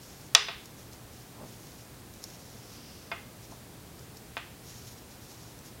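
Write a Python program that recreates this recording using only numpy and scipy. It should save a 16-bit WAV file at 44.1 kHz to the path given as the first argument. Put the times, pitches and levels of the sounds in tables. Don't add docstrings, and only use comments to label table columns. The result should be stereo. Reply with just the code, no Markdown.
import sys
import numpy as np
from scipy import signal
from scipy.fft import rfft, irfft
from scipy.io import wavfile
from scipy.ndimage import uniform_filter1d

SR = 44100
rng = np.random.default_rng(int(sys.argv[2]) if len(sys.argv) > 2 else 0)


def int16_out(signal):
    q = np.round(np.clip(np.atleast_2d(signal).T, -1, 1) * 32767)
    wavfile.write(sys.argv[1], SR, q.astype(np.int16))


N = 255780
TIME = np.arange(N) / SR


def from_db(db):
    return 10 ** (np.asarray(db) / 20)


def rms_one(x):
    return x / np.sqrt(np.mean(x ** 2) + 1e-20)


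def at_hz(points, hz, axis=1):
    points = np.array(points)
    return np.interp(np.log(np.maximum(hz, 1)), np.log(points[:, 0]), points[:, axis])


def cut(x, hz, kind, order=2):
    sos = signal.butter(order, np.clip(hz, 10, .48 * SR), kind, fs=SR, output="sos")
    return signal.sosfilt(sos, x + 1e-18)


def drift(rate_hz):
    knots = rng.standard_normal(2000)
    return rms_one(np.interp(TIME * rate_hz, np.arange(len(knots)), knots))


def add(track, start_s, sound):
    at = int(round(start_s * SR))
    track[at:at + len(sound)] += sound[:N - at]


def push(start_s, length_s, attack_s, release_s):
    attack = np.clip((TIME - start_s) / attack_s, 0, 1)
    release = np.clip(1 - (TIME - start_s - length_s) / release_s, 0, 1)
    return attack * release


# f/Hz, correlation
LIKENESS = [(60, 0.99), (130, 0.99), (290, 0.97), (640, 0.89), (1410, 0.6), (3100, 0.45), (6820, 0.32),
            (15000, 0.098)]


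def noise(colour):
    hz = np.arange(N // 2 + 1) * SR / N
    mid, side = rfft(rng.standard_normal((2, N))) * from_db(at_hz(colour, hz))
    alike = np.clip(at_hz(LIKENESS, hz), 0, 1)
    spectrum = np.sqrt(1 + alike) * mid + np.sqrt(1 - alike) * side * [[1], [-1]]
    return rms_one(irfft(spectrum, N))


# f/Hz, relative density/dB
AIR_COLOUR = [(13, -64), (22, -20.5), (61, -6.5), (87, -6), (117, -4), (146, -6.5), (282, -10), (530, -15),
              (592, -16.5), (801, -17), (869, -19), (2990, -25), (4270, -24.5), (6620, -25.5),
              (15500, -27.5)]
AIR_DB = -48.5
HUM_HZ, HUM_DB = 118.7, -60.5


def background(waver_db=-2.0, wander_rad=0.22):
    phase = 2 * np.pi * HUM_HZ * TIME + wander_rad * drift(5.7)
    hum = np.sqrt(2) * np.sin(phase) * from_db(waver_db * drift(5.9))
    return from_db(AIR_DB) * noise(AIR_COLOUR) + from_db(HUM_DB) * hum


# f/Hz, width/Hz, level/dB
TIP_MODES = [(4530, 4000, -2.5), (5630, 770, 6.5), (6650, 720, 1), (7830, 1340, -2), (11500, 1900, -9.5),
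             (13700, 1200, -11.5)]


def tip(clicks):
    out = 0
    for k, (hz, width_hz, db) in enumerate(TIP_MODES):
        resonator = signal.iirpeak(hz, hz / width_hz, fs=SR)
        out = out + (-1) ** k * from_db(db) * signal.lfilter(*resonator, clicks + 1e-18)
    return out


# t/s, length/s, level before trim and sag/dB, fibre crackle/dB
STROKES = [(0.007, 0.26, -54.5, -22), (0.758, 0.051, -54.5, -14), (0.904, 0.043, -54.5, -18),
           (1.11, 0.11, -56, -21), (1.45, 0.3, -54.5, -11), (1.766, 0.045, -55, -24), (2.11, .14, -60, -19),
           (2.25, 0.094, -51.5, -18), (2.37, .32, -56.5, -22), (2.685, 0.066, -52.5, -17),
           (3.41, .04, -54, -19), (3.492, 0.056, -54, -19), (4, .04, -57, -22), (4.621, 0.2, -51.5, -17),
           (4.84, .08, -49, -12), (4.95, 0.045, -57, -22), (5.085, .06, -56.5, -24), (5.2, 0.31, -55, -23),
           (5.277, .05, -55, -21), (5.631, .035, -51.5, -17)]
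STROKE_ATTACK_S, STROKE_RELEASE_S, STROKE_SAG_DB_PER_S = 0.023, .045, 6


def stitches(catches_per_s=4500, size_db=1.5, uneven_db=1.5, trim_db=-2.5, fibre_hz=2400):
    out = np.zeros(N)
    for start_s, length_s, db, fibre_db in STROKES:
        catches = (rng.random(N) < catches_per_s / SR) * rng.choice([-1, 1], N)
        catches = catches * from_db(size_db * np.minimum(rng.exponential(1, N), 4))
        fibres = from_db(fibre_db) * cut(catches, fibre_hz, "high")
        rub = rms_one(tip(catches) + fibres)
        effort = from_db(db - STROKE_SAG_DB_PER_S * np.maximum(TIME - start_s, 0))
        out += rub * effort * push(start_s, length_s, STROKE_ATTACK_S, STROKE_RELEASE_S)
    return out * from_db(trim_db + uneven_db * drift(60))


# f/Hz, relative level/dB, t60/s
ROOM = [(203, -6, 0.34), (450, -12, 0.29), (690, -2, 0.2), (1100, -3.5, 0.3), (2200, -0.5, 0.38),
        (3360, -1, .48), (5000, 0.5, 0.38), (6360, -4.5, 0.2), (8500, -11.5, 0.41), (14000, -9, 0.21)]


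def room(x, first_s=0.0012, early_db=8, early_s=0.0077, side_db=-20, level_db=-31):
    t, edges_hz = TIME[:SR * 3 // 4], np.geomspace(150, 16000, 15)
    white, answer = rng.standard_normal((2, 2, len(t))), 0
    for k, band in enumerate(zip(edges_hz, edges_hz[1:])):
        hz = np.sqrt(band[0] * band[1])
        decay_db = at_hz(ROOM, hz) - 60 * t / at_hz(ROOM, hz, axis=2)
        answer = answer + cut(white[k % 2], band, "band") * from_db(decay_db)
    shape = np.clip(t / first_s - .5, 0, 1) * from_db(early_db * np.exp(-t / early_s))
    mid, side = signal.fftconvolve(x[None], answer * shape * from_db(level_db), axes=1)[:, :N]
    return mid + from_db(side_db) * side * [[1], [-1]]


def ring(modes, t, place=0, build_cycles=4.6):
    out = 0
    for k, (hz, db, t60_s) in enumerate(modes):
        coupling = (-1) ** k * abs(np.cos(np.pi * (k + 1) * place))
        build = 1 - np.exp(-hz * t / build_cycles)
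        out = out + coupling * from_db(db - 60 * t / t60_s) * build * np.sin(2 * np.pi * hz * t)
    return out


# t/s, free needle/dB, gripped needle/dB, place on gripped needle/share of length,
# contact crack/dB, contact low-pass f/Hz, crack to room/dB, ring to room/dB (all levels relative)
KNOCKS = [(0.3495, 6, -4, .02, -4, 9450, 4, -15.5), (0.4851, -21, -13.5, 0.071, -15, 3800, -10.5, -13),
          (3.1162, -36, -12, 0.013, -17.5, 2900, -12.5, -4),
          (4.3688, -31, -14, 0.34, -14, 3200, -12.5, -12)]
# f/Hz, level/dB, t60/s
FREE_NEEDLE = [(411, -46, 0.57), (470, -49, .45), (824, -27, 0.056), (1080, -23, 0.039), (1277, -11, 0.026),
               (1806, -9, 0.02), (2420, -15, 0.036), (2654, -11.5, 0.022), (3030, -12.5, 0.032),
               (3416, -5.5, 0.027), (3874, -9.5, 0.025), (4560, -9.5, 0.022), (5140, -10, 0.017),
               (5830, -3, 0.015), (7250, -8, 0.0065), (8530, -10.5, 0.0083), (10300, -20.5, 0.012),
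               (11430, -10.5, 0.0073)]
# f/Hz, level/dB, t60/s
GRIPPED_NEEDLE = [(395, -28.5, 0.11), (684, -19.5, 0.088), (922, -9, 0.025), (1045, -29.5, 0.069),
                  (1365, -19, 0.044), (1520, -27.5, 0.051), (2141, -12.5, 0.037), (2437, -22, 0.044),
                  (3500, -19, 0.022), (4850, -6, 0.019)]


def knocks(crack_s=.00007, lowest_hz=520):
    t, direct, spread = TIME[:SR // 2], np.zeros(N), np.zeros(N)
    crack = 2 * cut(np.exp(-t / crack_s), lowest_hz, "high", order=4)
    for s, free_db, gripped_db, place, crack_db, contact_hz, crack_room_db, ring_room_db in KNOCKS:
        free = from_db(free_db) * ring(FREE_NEEDLE, t)
        gripped = from_db(gripped_db) * ring(GRIPPED_NEEDLE, t, place)
        wood = free + gripped
        add(direct, s, cut(wood + from_db(crack_db) * crack, contact_hz, "low", order=3))
        to_room = from_db(ring_room_db) * wood + from_db(crack_room_db) * crack
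        add(spread, s, cut(to_room, contact_hz, "low", order=4))
    return direct, spread


# t/s, peak level/dB
TICKS = [(0.657, -35.5), (0.932, -41), (1.670, -38), (2.138, -43), (2.2400, -24), (3.993, -39), (4.17, -35),
         (4.378, -35.5), (5.590, -40)]


def ticks(scratch_db=-21, scratch_s=0.014, lowest_hz=4400, slip_s=.0009):
    lead = SR // 40
    t, out = np.arange(-lead, lead) / SR, np.zeros(N)
    slip_gain = (t >= 0) * np.exp(-np.abs(t) / slip_s)
    scratch_gain = from_db(scratch_db) * np.exp(-np.abs(t) / scratch_s)
    for s, db in TICKS:
        friction = rng.standard_normal(len(t)) * (slip_gain + scratch_gain)
        tick = cut(tip(friction), lowest_hz, "high")
        add(out, s + t[0], from_db(db) * tick / np.abs(tick).max())
    return out


# centre t/s, level/dB, Gaussian sigma/s, lowest f/Hz, highest f/Hz
BUMPS = [(1.417, -47, 0.027, 110, 950), (1.45, -47.5, 0.022, 90, 338), (3.529, -49.5, 0.0069, 450, 960)]


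def bumps():
    out = np.zeros(N)
    for s, db, sigma_s, low_hz, high_hz in BUMPS:
        muffled = cut(rng.standard_normal(N), high_hz, "low", order=4)
        thud = rms_one(cut(muffled, low_hz, "high"))
        out += from_db(db) * thud * np.exp(-.5 * ((TIME - s) / sigma_s) ** 2)
    return out


# f/Hz, relative level/dB
YARN_COLOUR = [(1500, -36), (2700, -3.5), (3900, -8), (4600, -1.5), (5100, 2), (6100, -3.5), (7500, -22),
               (14000, -26)]
YARN_START_S, YARN_RISE_S, YARN_FALL_S, YARN_DB = 2.425, 0.45, 0.41, -53.5


def yarn():
    speed = push(YARN_START_S, YARN_RISE_S, YARN_RISE_S, YARN_FALL_S)
    return from_db(YARN_DB) * speed * noise(YARN_COLOUR)


def scene(tip_room_db=-12):
    direct, spread = knocks()
    tips = ticks() + stitches()
    reflections = room(spread + from_db(tip_room_db) * tips)
    return direct + tips + reflections + yarn() + bumps() + background()


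CUTOFF_HZ = 15850


def record(dry, limit_db=0.0, release_db_per_s=18, top=1.02):
    over_db = np.maximum(20 * np.log10(np.abs(dry).max(axis=0) + 1e-9) - limit_db, 0)
    release_db = release_db_per_s * TIME
    duck_db = np.maximum.accumulate(over_db + release_db) - release_db
    held = dry * uniform_filter1d(from_db(-duck_db), size=32)
    rounded = held / (1 + (held / top) ** 4) ** (1 / 4)
    low_pass = signal.ellip(10, .1, 80, CUTOFF_HZ, fs=SR, output="sos")
    return signal.sosfilt(low_pass, rounded)


dry = scene()
out = record(dry)
int16_out(out)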